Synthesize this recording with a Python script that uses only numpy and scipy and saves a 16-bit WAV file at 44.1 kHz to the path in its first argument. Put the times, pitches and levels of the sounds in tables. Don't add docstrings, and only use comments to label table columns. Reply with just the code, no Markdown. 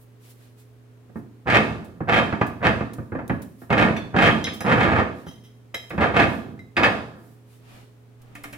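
import sys
import numpy as np
from scipy import signal
from scipy.fft import rfft, irfft
from scipy.io import wavfile
from scipy.ndimage import uniform_filter1d

SR = 44100
rng = np.random.default_rng(int(sys.argv[2]) if len(sys.argv) > 2 else 0)


def file_out(sig):
    cols = np.atleast_2d(sig).T
    lim = np.clip(cols, -1, 1)
    pcm = np.round(lim * 32767).astype(np.int16)
    wavfile.write(sys.argv[1], SR, pcm)


N = 377937


def amp(db):
    return 10 ** (np.asarray(db) / 20)


def evened(x):
    return x / np.sqrt(np.mean(x ** 2) + 1e-20)


def read(points, hz):
    f, value = np.transpose(points)
    return np.interp(np.log(hz + 1), np.log(f + 1), value)


def add(mix, s, sound):
    part = mix[round(s * SR):][:len(sound)]
    part += sound[:len(part)]


def causal(db):
    log_gain = np.log(amp(np.r_[db, db[-2:0:-1]]))
    phase = -signal.hilbert(log_gain).imag
    response = np.fft.ifft(np.exp(log_gain + 1j * phase)).real[:len(db)]
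    return response / np.linalg.norm(response)


def sparse(per_s, spread_db):
    size = amp(spread_db * np.minimum(rng.exponential(1, N), 4)) * rng.choice([-1, 1], N)
    return evened(size * (rng.random(N) < per_s / SR))


def slow_noise(shape, width):
    return evened(uniform_filter1d(uniform_filter1d(rng.standard_normal(shape), width), width))


# (f/Hz, relative level/dB)
AIR_COLOUR = [(20, -27), (60, -16), (100, -16), (250, -16), (420, -19), (860, -27.5), (2000, -33),
              (5000, -42.5), (16000, -47)]
# (f/Hz, correlation)
AIR_CORRELATION = [(100, 0.32), (400, 0.34), (1500, 0.071), (5000, 0.0545)]
AIR_DB = -58


def air():
    hz = np.fft.rfftfreq(N, 1 / SR)
    left, other = rfft(rng.standard_normal((2, N)))
    same = np.clip(read(AIR_CORRELATION, hz), -1, 1)
    right = same * left + np.sqrt(1 - same ** 2) * other
    noise = irfft(amp(read(AIR_COLOUR, hz)) * np.array([left, right]), N)
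    return amp(AIR_DB) * evened(noise)


# (f/Hz, rms level/dB midway between the ports), about which each tone wavers
HUM_TONES = [(118.4, -51), (253.0, -63.5), (419.9, -65.5), (506.0, -74.5)]


def motor_hum():
    t, tones = np.arange(N) / SR, 0
    for f, db in HUM_TONES:
        waver = slow_noise(N, 6000)
        phase = 2 * np.pi * f * t + np.cumsum(waver) * 2.3 / SR
        tones = tones + np.sqrt(2) * amp(db + 0.43 * waver) * np.sin(phase)
    return tones * amp([[-1.2], [1.2]])


# (middle t/s, relative level/dB, half length to 1/e t/s, tilt/dB per octave)
GLOVE_RUBS = [(0.018, -60, 0.025, 6), (0.264, -57, 0.048, 0), (0.309, -53.5, 0.018, 2),
              (0.435, -61, 0.057, -2), (0.601, -59, 0.028, 1), (1.178, -64, 0.027, 3),
              (3.622, -58, 0.038, 3.5), (5.198, -61, 0.061, -1.5), (6.337, -58, 0.071, 2),
              (7.269, -64.5, 0.099, 3), (7.535, -62, 0.059, 0), (7.744, -51.5, 0.1, -5),
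              (8.448, -53, 0.29, -8)]
# (f/Hz, relative level/dB)
CLOTH_COLOUR = [(300, -5), (1200, -1), (3000, 1), (6000, -4), (12000, -1), (16000, -7)]
# (t/s, relative peak level/dB, t60/s)
GLOVE_TICKS = [(1.844, -50.5, 0.083), (2.465, -43.5, 0.082), (2.933, -39.5, 0.048), (3.2784, -36, 0.014),
               (3.4175, -40.5, .07), (4.534, -40, 0.12), (5.894, -45, 0.067), (8.2165, -52, 0.046)]


def gloves():
    hz = np.fft.rfftfreq(1024, 1 / SR)
    t = np.arange(SR // 2) / SR - .25
    out = np.zeros((2, N + SR))
    for s, db, half, tilt_db in GLOVE_RUBS:
        grains = rng.standard_normal((2, len(t))) * amp(0.99 * rng.standard_normal((2, len(t))))
        colour = causal(read(CLOTH_COLOUR, hz) + tilt_db * np.log2((hz + 200) / 4000))
        rub = signal.oaconvolve(amp(db) * grains * np.exp(-(t / half) ** 2), colour[None])
        add(out.T, s, rub.T)
    bright = causal(read([(2000, -8.0), (6000, -10.0), (10000, -7.0), (16000, -9.5)], hz))
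    for s, peak_db, t60 in GLOVE_TICKS:
        envelope = amp(peak_db - 60 * np.maximum(t, 0) / t60) * np.clip(20 * t / t60, 0, 1)
        burst = envelope * rng.standard_normal((2, len(t)))
        crossed = burst + 0.13 * burst[::-1]
        add(out.T, s, signal.oaconvolve(crossed, bright[None]).T)
    return out[:, SR // 4:][:, :N]


# (f/Hz, t60/s)
SHOP_DECAY = [(80, 0.44), (250, 0.71), (700, 0.46), (2000, 0.4), (5000, 0.63), (12000, 0.76)]
# (f/Hz, correlation)
TAIL_CORRELATION = [(100, .95), (400, .7), (1500, .3), (4000, 0)]


def shop(x):
    taps = np.zeros((2, SR))
    at = np.arange(60, SR - 20, 20) + rng.integers(0, 20, (2, (SR - 61) // 20))
    np.put_along_axis(taps, at, rng.choice([-1., 1.], at.shape), 1)
    hz, t, z = signal.stft(taps, SR, nperseg=512)
    same = np.clip(read(TAIL_CORRELATION, hz), 0, 1)[:, None]
    z = np.array([z[0], same * z[0] + np.sqrt(1 - same ** 2) * z[1]])
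    early = 1 + 1.62 * amp(-60 * t / 0.09)
    fall = amp(-60 * t / read(SHOP_DECAY, hz)[:, None]) * early
    tail = signal.istft(z * fall, SR, nperseg=512)[1]
    return signal.fftconvolve(x[None], tail / np.linalg.norm(tail[0]), axes=1)[:, :N]


BITE_DB, BITE_S = 16, 0.006
LET_GO_DB_PER_S = 326.5
COAST_DB, COAST_DB_PER_S = -12.5, 90.5


def strokes(rows):
    out, t = np.full(N, -120.), np.arange(N) / SR
    for s, length, first_db, last_db, *_ in rows:
        after = np.maximum(t - s - length, 0)
        fall = np.maximum(-LET_GO_DB_PER_S * after, COAST_DB - COAST_DB_PER_S * after)
        bite = -BITE_DB * np.exp(-np.maximum(t - s, 0) / BITE_S)
        hold = np.interp(t, [s, s + length], [first_db, last_db]) + bite
        out = np.where(t < s, out, np.maximum(out, hold + fall))
    return out


# (start t/s, length t/s, first drive level/dB, last drive level/dB, load on the bench level/dB)
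SCREW_TURNS = [(1.451, 0.014, -42.5, -31, 5.5), (1.461, 0.11, -16, -11.5, 0.5),
               (2.072, 0.025, -19, -14, -4), (2.109, 0.076, -13, -12, 0), (2.603, 0.018, -27, -25, 4.5),
               (2.62, 0.028, -18, -14, -5.5), (2.648, 0.035, -10, -15, -1), (2.8, 0.015, -23.5, -43, 0.5),
               (3.695, 0.073, -21, -17, 1.5), (3.77, 0.12, -11, -19.5, 2.5), (4.128, .03, -27.5, -21, 3.5),
               (4.165, 0.11, -15.5, -10.5, 1.5), (4.643, 0.36, -16.5, -18, 2),
               (4.954, 0.024, -18, -17, -5.5), (5.907, 0.08, -35.5, -41.5, 6),
               (5.994, 0.084, -14.5, -18.5, -1), (6.136, 0.097, -13.5, -13.5, 1),
               (6.759, 0.041, -19, -15, 1.5), (6.82, 0.024, -15.5, -9, -5)]
# (t/s, drive peak level/dB, hardness: 0 dull thud into the bench, 1 steel on steel)
JAW_KNOCKS = [(1.093, -43.5, 0.069), (1.156, -27, 0.042), (1.499, -10, 0.83), (1.528, -12, 0.49),
              (1.567, -17, 0.48), (2.004, -19.5, 0.23), (2.324, -10, 0.48), (2.411, -5, 0.56),
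              (2.806, -14, 0.46), (2.982, -25.5, 0.077), (3.119, -20.5, 0.23), (3.15, -18.5, 0.29),
              (3.187, -17.5, 0.36), (3.295, -10.5, 0.5), (3.306, -17, 0.17), (3.617, -32.5, 0.35),
              (3.702, -8, 0.61), (3.726, -6.5, 0.67), (3.779, -9, 0.78), (3.962, -18.5, 0.76),
              (4.162, -6.5, 0.69), (4.468, -19, 0.82), (4.605, -17, 0.63), (4.683, -21.5, .5),
              (4.721, -6, 0.71), (4.805, -5.5, 0.67), (4.83, -11, 0.78), (4.984, -5.5, 0.54),
              (5.265, -30, 0.15), (5.741, -21.5, 0.74), (5.904, -22, 0.7), (5.978, -9, 0.49),
              (6.191, -8, 0.67), (6.766, -12, 0.87), (8.352, -32.5, 0.83), (8.438, -26.5, 0.78),
              (8.529, -31.5, 0.86)]
# (f/Hz, relative level/dB)
VISE_COLOUR = [(30, -30.5), (86, -5), (252, -5.5), (404, -3.5), (684, -1.5), (1390, -3), (1810, -9),
               (2230, -13.5), (2620, -20.5), (2950, -24), (3650, -31), (5590, -45), (12000, -58),
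               (16000, -74)]
# (f/Hz, nominal width f/Hz, relative prominence level/dB)
BODY_MODES = [(88, 22, 8), (222, 55, 7), (500, 38, 8), (673, 35, 10), (1198, 30, 6), (1678, 45, 9),
              (1803, 170, 11), (2125, 45, 10), (2440, 60, 7), (2583, 170, 10), (3164, 25, 12),
              (3660, 90, 10), (4850, 90, 8)]
CONTACTS = 3
SLIPS_PER_S, SLIP_SPREAD_DB = 170, 2.5
TAKE_TURNS_DB = 5
BOOM_DB, EDGE_DB = (12.5, -10), (-38, 13)


def vise():
    hz = np.fft.rfftfreq(8192, 1 / SR)
    low = 1 / (1 + (hz / 350) ** 6)
    high = 1 / (1 + (2300 / (hz + 1)) ** 4)
    shares = [(1 - low) * (1 - high), low, high]
    level_db = strokes(SCREW_TURNS)
    start, load_db = np.transpose(SCREW_TURNS)[[0, -1]]
    load_db = load_db[np.maximum(np.searchsorted(start * SR, np.arange(N)) - 1, 0)]
    bench_db = load_db - 3.0 - 0.35 * (level_db + 16.5)
    edges_db = -4.5 + 1.53 * (level_db + 14.5)
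    above_db = 0, bench_db, edges_db
    t, out = np.arange(1800) / SR, np.zeros((CONTACTS, N))
    envelope = amp(-60 * t / 0.044) * (1 - np.exp(-t / 0.0016))
    load = amp(TAKE_TURNS_DB * slow_noise((CONTACTS, N), 700))
    load = load / np.linalg.norm(load, axis=0)
    for spot in range(CONTACTS):
        db = read(VISE_COLOUR, hz)
        for f, width, prominence_db in BODY_MODES:
            height_db = 0.7 * prominence_db * rng.uniform(0.68, 1.33)
            centre = f * (1 + 0.012 * rng.standard_normal())
            db = db + height_db / (1 + (2 * (hz - centre) / width) ** 2)
        slips = evened(load[spot] * sparse(SLIPS_PER_S, SLIP_SPREAD_DB))
        chatter = rng.standard_normal((len(JAW_KNOCKS), len(t))) * envelope
        for k, share in enumerate(shares):
            drive = slips * amp(level_db + above_db[k]) * (level_db > -100)
            dull_db, hard_db = [(0, 0), BOOM_DB, EDGE_DB][k]
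            for (s, peak_db, hard), burst in zip(JAW_KNOCKS, chatter):
                add(drive, s, amp(peak_db + dull_db + hard * (hard_db - dull_db)) * burst)
            body = causal(db + 10 * np.log10(share ** 2 + 1e-8))
            out[spot] += signal.oaconvolve(drive, body)[:N]
    return out / np.sqrt(CONTACTS)


SPLIT = 1.006


def ringing(table, t):
    hz, db, t60 = np.transpose(table)[:, :, None]
    pairs = np.sin(2 * np.pi * hz * t) + .4 * np.sin(2 * np.pi * hz * SPLIT * t)
    return hz, amp(db - 60 * t / t60) * pairs * (1 + 1.3 * amp(-60 * t / 0.55))


# (t/s, strike level/dB)
PLATE_PINGS = [(2.14, -36), (4.252, -34.5), (4.311, -35.5), (4.45, -39), (5.745, -43)]
# (f/Hz, relative level/dB, undamped t60/s)
PLATE_MODES = [(3160, 0, .45), (3240, -2, .1)]
# (t/s, strike level/dB)
COLLAR_CLANKS = [(6.768, -32), (6.776, -30), (6.832, -30.5), (6.846, -29)]
# (f/Hz, relative level/dB, undamped t60/s)
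COLLAR_MODES = [(2530, -2.5, 0.05), (3640, -10, .04), (4860, -15, .07)]


def plate_and_collar():
    out, t = np.zeros(N), np.arange(SR // 2) / SR
    for blows, modes in [(PLATE_PINGS, PLATE_MODES), (COLLAR_CLANKS, COLLAR_MODES)]:
        for s, db in blows:
            add(out, s, amp(db) * ringing(modes, t)[1].sum(0))
    return out


# (t/s, tube level/dB, f/Hz the blow drives most, handle bar level/dB, crack level/dB)
STEEL_CLINKS = [(3.967, -56, 3570, -41, -58), (4.442, -27, 4000, -34.5, -59),
                (4.606, -34.5, 8600, -65, -50), (5.745, -29, 2650, -54, -47),
                (6.592, -40, 1310, -67.5, -71), (8.351, -41, 300, -49, -55), (8.436, -53, 302, -45.5, -48),
                (8.527, -52, 304, -45, -52)]
# (f/Hz, relative level/dB, undamped t60/s)
TUBE_MODES = [(2068, -7, 0.14), (3880, -12.5, 0.18), (5180, -8.5, 0.12), (6000, -14.5, 0.085),
              (6600, -18.5, 0.1), (8170, -27.5, 0.23), (10000, -16.5, 0.06), (10700, -17, 0.076)]
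# (f/Hz, relative level/dB, undamped t60/s)
BAR_MODES = [(290, -6.5, 0.91), (3485, -8, 0.37), (4385, -14, .3), (5930, -9, .08)]
HELD_S = 0.14


def clinks():
    out, t = np.zeros(N), np.arange(SR // 2) / SR
    tube_hz, tube = ringing(TUBE_MODES, t)
    bar_hz, bar = ringing(BAR_MODES, t)
    for s, tube_db, most_hz, bar_db, crack_db in STEEL_CLINKS:
        ring = 0
        for db, hz, modes in [(tube_db, tube_hz, tube), (bar_db, bar_hz, bar)]:
            ring = ring + (amp(db - 5.8 * np.log2(hz / most_hz) ** 2) * modes).sum(0)
        crack = signal.lfilter([1, 1, -1, -1], [1], rng.standard_normal(len(t)))
        crack = crack * amp(crack_db - 60 * t / 0.092)
        add(out, s, ring / (1 + np.exp((t - HELD_S) / .01)) + crack)
    return out


# (start t/s, length t/s, first drive level/dB, last drive level/dB)
TUBE_SCRAPES = [(5.262, 0.1, -45.5, -62), (5.43, 0.027, -54, -57.5)]


def scrape():
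    t = np.arange(SR // 2) / SR
    hz, tube = ringing(TUBE_MODES, t)
    tube = (tube * amp(-3.0 * abs(np.log2(hz / 6000)))).sum(0)
    bar = ringing(BAR_MODES, t)[1][1:].sum(0)
    plate = ringing(PLATE_MODES, t)[1].sum(0)
    ring = (tube + 0.33 * bar + 0.36 * plate) * amp(-60 * t / .07)
    ring = ring / np.linalg.norm(ring)
    ring[:3] += 0.26 * np.array([1, 0, -1])
    return signal.oaconvolve(sparse(2100, 3.0) * amp(strokes(TUBE_SCRAPES)), ring)[:N]


# (f/Hz, phase/rad)
PORT_LEAD = [(100, -0.78), (400, 0.38), (800, -0.96), (1300, -1.77), (2000, -1.6), (3000, -0.89)]
# (f/Hz, level/dB)
PORT_DIFFERENCE = [(60, -1.5), (240, -3.5), (3770, -1), (15000, -2.5)]


def scene():
    casting, soft = vise(), gloves()
    steel = plate_and_collar() + clinks() + scrape()
    near = amp(-7.0) * casting.sum(0) + steel
    near = near + shop(amp(-0.5) * steel + amp(-2.0) * soft[0])
    near = near + amp(-3.5) * sum(shop(spot) for spot in casting)
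    hz = np.fft.rfftfreq(N, 1 / SR)
    half = amp(read(PORT_DIFFERENCE, hz) / 2) * np.exp(.5j * read(PORT_LEAD, hz))
    ports = irfft(rfft(near) * np.array([half, 1 / half]), N)
    return ports + soft + air() + motor_hum()


EDGE_HZ = 16100


def record(dry):
    held = .9 * np.tanh(dry / .9)
    lowpass = signal.firwin(511, EDGE_HZ, window=("kaiser", 9), fs=SR)
    return signal.oaconvolve(held, lowpass[None], "same")


dry = scene()
out = record(dry)
file_out(out)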